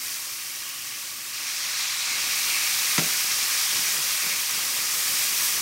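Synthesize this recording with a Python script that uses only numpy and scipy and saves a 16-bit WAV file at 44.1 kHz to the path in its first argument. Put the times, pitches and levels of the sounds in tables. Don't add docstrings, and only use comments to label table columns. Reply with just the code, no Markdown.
import sys
import numpy as np
from scipy import signal
from scipy.fft import rfft, irfft, next_fast_len
from scipy.io import wavfile
from scipy.ndimage import map_coordinates

SR = 44100
rng = np.random.default_rng(int(sys.argv[2]) if len(sys.argv) > 2 else 0)


def persist_wave(psi):
    counts = np.round(np.clip(psi, -1, 1) * 32767).astype(np.int16)
    wavfile.write(sys.argv[1], SR, np.atleast_2d(counts).T)


N = 247401

# frequency in Hz, relative gain in dB.
BOIL_EQ = [(25, -70), (150, -38), (350, -31.5), (700, -22.5), (1000, -10), (1400, -9), (1800, -5.5),
           (2250, -1), (2700, -3), (3000, -6), (5000, -6.5), (9000, -37)]
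HISS_EQ = [(100, -75), (900, -20.5), (2200, -7.5), (3200, -9), (4000, -8), (4700, -2.5), (5700, -1),
           (6600, -4), (7600, -8), (8600, -8), (10500, -15), (15500, -48)]
SPRAY_EQ = [(100, -57), (1200, -11), (3000, -11.5), (6000, -1.5), (8600, 2.5), (11000, 0.5), (12800, 3),
            (14300, 0), (15800, 1)]
# centre in Hz, width in Hz, boost in dB.
PAN_RESONANCES = [(527.7, 62, 10.5), (608, 14, 13), (780.5, 52, 9.5), (946, 15, 6), (1103, 78, 4.5),
                  (1240, 70, 6), (1453, 26, 5), (1655, 61, 4), (1900, 38, 4), (2420, 75, 2),
                  (3267, 100, 3.5), (3870, 44, 4.6), (4330, 93, 1.5), (5800, 100, 2)]

def frying():
    boil_db, hiss_db, spray_db = sizzle_levels()
    activity = np.sqrt(amp(hiss_db - hiss_db.max()))
    surge = wobble(12)
    wash = lambda share: share * rng.standard_normal(N)
    large = bubbles(2800 * activity, (150, 4500), life_s=0.0077, spread_db=4, size=400)
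    boil = coloured(large + wash(1.2), BOIL_EQ)
    small = bubbles(9000 * activity, (1500, 11000), life_s=0.0017, spread_db=1.5, size=100)
    hiss = coloured(small + wash(1.11), HISS_EQ)
    spray = coloured(bursts(20000, spread_db=2.0) + wash(0.48), SPRAY_EQ)
    boil *= amp(boil_db + 0.35 * surge + 0.66 * wobble(21.47))
    hiss *= amp(hiss_db + 0.22 * surge + 0.49 * wobble(25))
    spray *= amp(spray_db + 0.27 * surge + 0.47 * wobble(25.15))
    pan_db = lambda hz: sum(db / (1 + (2 * (hz - centre) / width) ** 2)
                            for centre, width, db in PAN_RESONANCES)
    return filtered(boil + hiss + spray, lambda hz: amp(pan_db(hz)))


# start, spreading time and
# boil-off time in seconds, then boil, hiss and spray levels in dB.
LIQUID_ON_IRON = [(1.33, .7, 2.85, -32, -27, -35.5), (2.16, .36, 9.7, -41, -38, -29),
                  (3.13, .25, .42, -46.5, -26.5, -42.5)]
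# start and length in seconds, rub level in dB, flare level in dB.
SPATULA_STROKES = [(0, 0.053, -57, -33.5), (2.069, .35, -53, -35.5), (2.44, 0.53, -54, -31.5),
                   (3.06, 0.51, -52.5, -41), (3.68, .22, -50, -31.5), (3.908, 0.082, -47, -41),
                   (4.22, 0.095, -46.5, -35), (4.5, .39, -49, -34), (4.9, .31, -49.5, -28.5),
                   (5.3, .15, -51, -28), (5.48, .1, -47.5, -40.5)]
FAT_ALONE_DB, FLARE_MIX_DB = (-43.5, -37, -36), (-12.5, -1.62, 0)
FLARE_FADE_S = 0.14

def sizzle_levels():
    power = np.outer(amp(FAT_ALONE_DB) ** 2, np.ones(N))
    for s, spread_s, boil_off_s, *levels_db in LIQUID_ON_IRON:
        wet = (1 - np.exp(-since(s) / spread_s)) * np.exp(-since(s) / boil_off_s)
        power += np.outer(amp(levels_db) ** 2, wet)
    for s, length, _, flare_db in SPATULA_STROKES:
        turned = np.minimum(since(s) / length, 1) * np.exp(-since(s + length) / FLARE_FADE_S)
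        power += np.outer((amp(flare_db) * amp(FLARE_MIX_DB)) ** 2, turned)
    return 10 * np.log10(power)


# middle and half length in seconds, level in dB, centre pitch in Hz.
WET_SPURTS = [(.72, 0.29, -46, 2830), (1.362, 0.095, -44, 2630), (1.93, 0.35, -38.5, 4020),
              (2.227, 0.22, -37.5, 2400), (2.558, 0.093, -33, 2470), (2.69, .23, -39.5, 4000),
              (2.93, 0.41, -40.3, 2450), (3.72, 0.079, -37, 3280), (4.298, 0.14, -39.5, 2390),
              (5.2, .12, -41, 2390)]

def sputter():
    t = np.arange(N) / SR
    swells = np.array([amp(db) ** 2 * np.exp(-((t - s) / half) ** 2) for s, half, db, _ in WET_SPURTS])
    power = swells.sum(axis=0)
    spurt = np.argmax(np.cumsum(swells, axis=0) >= rng.random(N) * power, axis=0)
    centre_hz = np.array([hz for *_, hz in WET_SPURTS])[spurt]
    wet = bubbles(1800, (0.88 * centre_hz, 1.103 * centre_hz), life_s=0.0049, spread_db=3.5, size=440)
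    return wet * np.sqrt(power) * amp(1.1 * wobble(22.45))


# start in seconds, peak level in dB.
FAT_SPITS = [(.691, -18), (3.516, -13), (3.614, -16), (4.513, -15.5)]

def spits():
    track, t = np.zeros(N), np.arange(SR // 50) / SR
    for s, db in FAT_SPITS:
        tick = np.diff(rng.standard_normal(len(t) + 1)) * decay(t, t60=0.0048)
        add(track, s, amp(db) * tick / np.abs(tick).max())
    return track


# start in seconds, thud level in dB, hard contact level in dB.
SPATULA_KNOCKS = [(2.980, -14, -16), (2.994, -42, -21), (3.787, -35, -61), (3.945, -43, -43),
                  (4.262, -34, -31), (4.546, -39, -41), (4.829, -41, -51)]
# pitch in Hz, relative level in dB, seconds to fall by 60 dB.
IRON_MODES = [(605, -35, 0.5), (775, -18, 0.18), (970, -35, 0.12), (1320, -2, 0.041), (1365, -14, 0.099),
              (1880, -6, 0.056), (1976, -4, 0.07), (2330, -24, .11)]
THUD_MODES = [(131, -25, 0.14), (166, -7, 0.1), (201, -2, 0.047), (246, -4.5, 0.067)]

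def knocks():
    track, t = np.zeros(N), np.arange(SR // 2) / SR
    for s, thud_db, contact_db in SPATULA_KNOCKS:
        click = amp(-5) * band_noise([2000, 6500], len(t)) * decay(t, t60=0.026)
        crack = band_noise([700, 7000], len(t)) * decay(t, t60=0.053)
        add(track, s, amp(contact_db) * (0.5 * ring(IRON_MODES, t) + 0.74 * crack + click))
        judder = band_noise([220, 750], len(t)) * decay(t, t60=0.29)
        thud = (ring(THUD_MODES, t) + 0.18 * judder) * (1 - np.exp(-t / 0.0028))
        add(track, s + 0.0038, amp(thud_db) * thud)
    return signal.sosfilt(signal.butter(4, 100, "high", fs=SR, output="sos"), track)


# frequency in Hz, relative gain in dB.
RUB_EQ = [(25, -36), (60, -7), (110, -1.5), (175, 0.5), (250, -2.5), (370, 0.5), (470, -2), (700, -3.5),
          (1500, -4.5), (4000, -48)]
RUB_ATTACK_S, SETTLE_S = 0.018, 0.071

def stirring():
    power = np.zeros(N)
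    for s, length, rub_db, _ in SPATULA_STROKES:
        sliding = (1 - np.exp(-since(s) / RUB_ATTACK_S)) * np.exp(-since(s + length) / SETTLE_S)
        power += amp(rub_db) ** 2 * sliding
    rumble = coloured(bursts(700, spread_db=-0.5), RUB_EQ)
    return rumble * np.sqrt(power) * amp(1.1 * wobble(18))


# frequency in Hz, seconds to fall by 60 dB.
KITCHEN_DECAY = [(150, 0.39), (600, 0.28), (2500, 0.069), (12000, 0.095)]

def kitchen_echo(x):
    hz, t, noise = signal.stft(rng.standard_normal(SR // 2), SR, nperseg=256)
    tail = signal.istft(noise * decay(t, along(KITCHEN_DECAY, hz)[:, None]), SR, nperseg=256)[1]
    return signal.fftconvolve(x, np.pad(tail / np.linalg.norm(tail), (SR // 200, 0)))[:N]


# frequency in Hz, relative gain in dB.
HUM_EQ = [(20, -37), (50, -13.5), (90, -4), (118, 3), (140, -2.5), (200, -2), (300, -1), (370, 0),
          (440, -12), (570, -2.5), (700, -14), (1000, -18), (1130, 8.5), (1400, -9.5), (4000, -22)]

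def hum():
    return amp(-53.0) * coloured(rng.standard_normal(N), HUM_EQ)


def bubbles(per_second, pitch_hz, life_s, spread_db, size):
    start = np.flatnonzero(rng.random(N) < per_second / SR)
    low_hz, high_hz = (np.broadcast_to(edge, N)[start, None] for edge in pitch_hz)
    place, strength, phase = rng.random((len(start), 3)).T[:, :, None]
    t = np.arange(size) / SR
    cycles = (low_hz + place * (high_hz - low_hz)) * (t * (1 + 8 * t))
    fade = np.exp(-t / life_s) * (1 - t / t[-1]) * (1 - np.exp(-t / 0.000095))
    grain = amp(spread_db * strength ** 2) * fade * np.sin(2 * np.pi * (cycles + phase))
    cloud = np.bincount((start[:, None] + np.arange(size)).ravel(), grain.ravel(), N)[:N]
    return unit(cloud / np.sqrt(per_second))


def bursts(per_second, spread_db):
    happens = rng.random(N) < per_second / SR
    size_db = spread_db * np.minimum(rng.standard_normal(N), 3)
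    return unit(happens * amp(size_db) * rng.choice([-1, 1], N))


def ring(modes, t):
    return sum(amp(db + rng.normal(0, 1)) * decay(t, t60) * np.sin(2 * np.pi * hz * t)
               for hz, db, t60 in modes)


def band_noise(edges_hz, size):
    band = signal.butter(3, edges_hz, "band", fs=SR, output="sos")
    return unit(signal.sosfilt(band, rng.standard_normal(size)))


def wobble(rate):
    return map_coordinates(rng.standard_normal(int(N * rate / SR) + 4), [np.arange(N) * rate / SR])


def coloured(x, curve):
    return unit(filtered(x, lambda hz: amp(along(curve, hz))))


def filtered(x, response):
    size = next_fast_len(N + SR // 2)
    return irfft(rfft(x, size) * response(np.fft.rfftfreq(size, 1 / SR)), size)[..., :N]


def along(points, hz):
    points_hz, values = np.transpose(points)
    return np.interp(np.log(hz + 1), np.log(points_hz + 1), values)


def amp(db):
    return 10 ** (np.asarray(db) / 20)


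def decay(t, t60):
    return amp(-60 * t / t60)


def unit(x):
    return x / np.sqrt(np.mean(x ** 2) + 1e-20)


def since(s):
    return np.maximum(np.arange(N) / SR - s, 0)


def add(track, s, sound):
    start = round(s * SR)
    track[start:start + len(sound)] += sound[:N - start]


def scene():
    spatter, blows = sputter() + spits(), knocks()
    echo = kitchen_echo(amp(-5.5) * spatter + amp(-14.5) * blows)
    mono = frying() + spatter + blows + echo + stirring() + hum()
    return np.array([mono, mono])


def record(dry):
    return filtered(dry, lambda hz: hz < 15800)


dry = scene()
out = record(dry)
persist_wave(out)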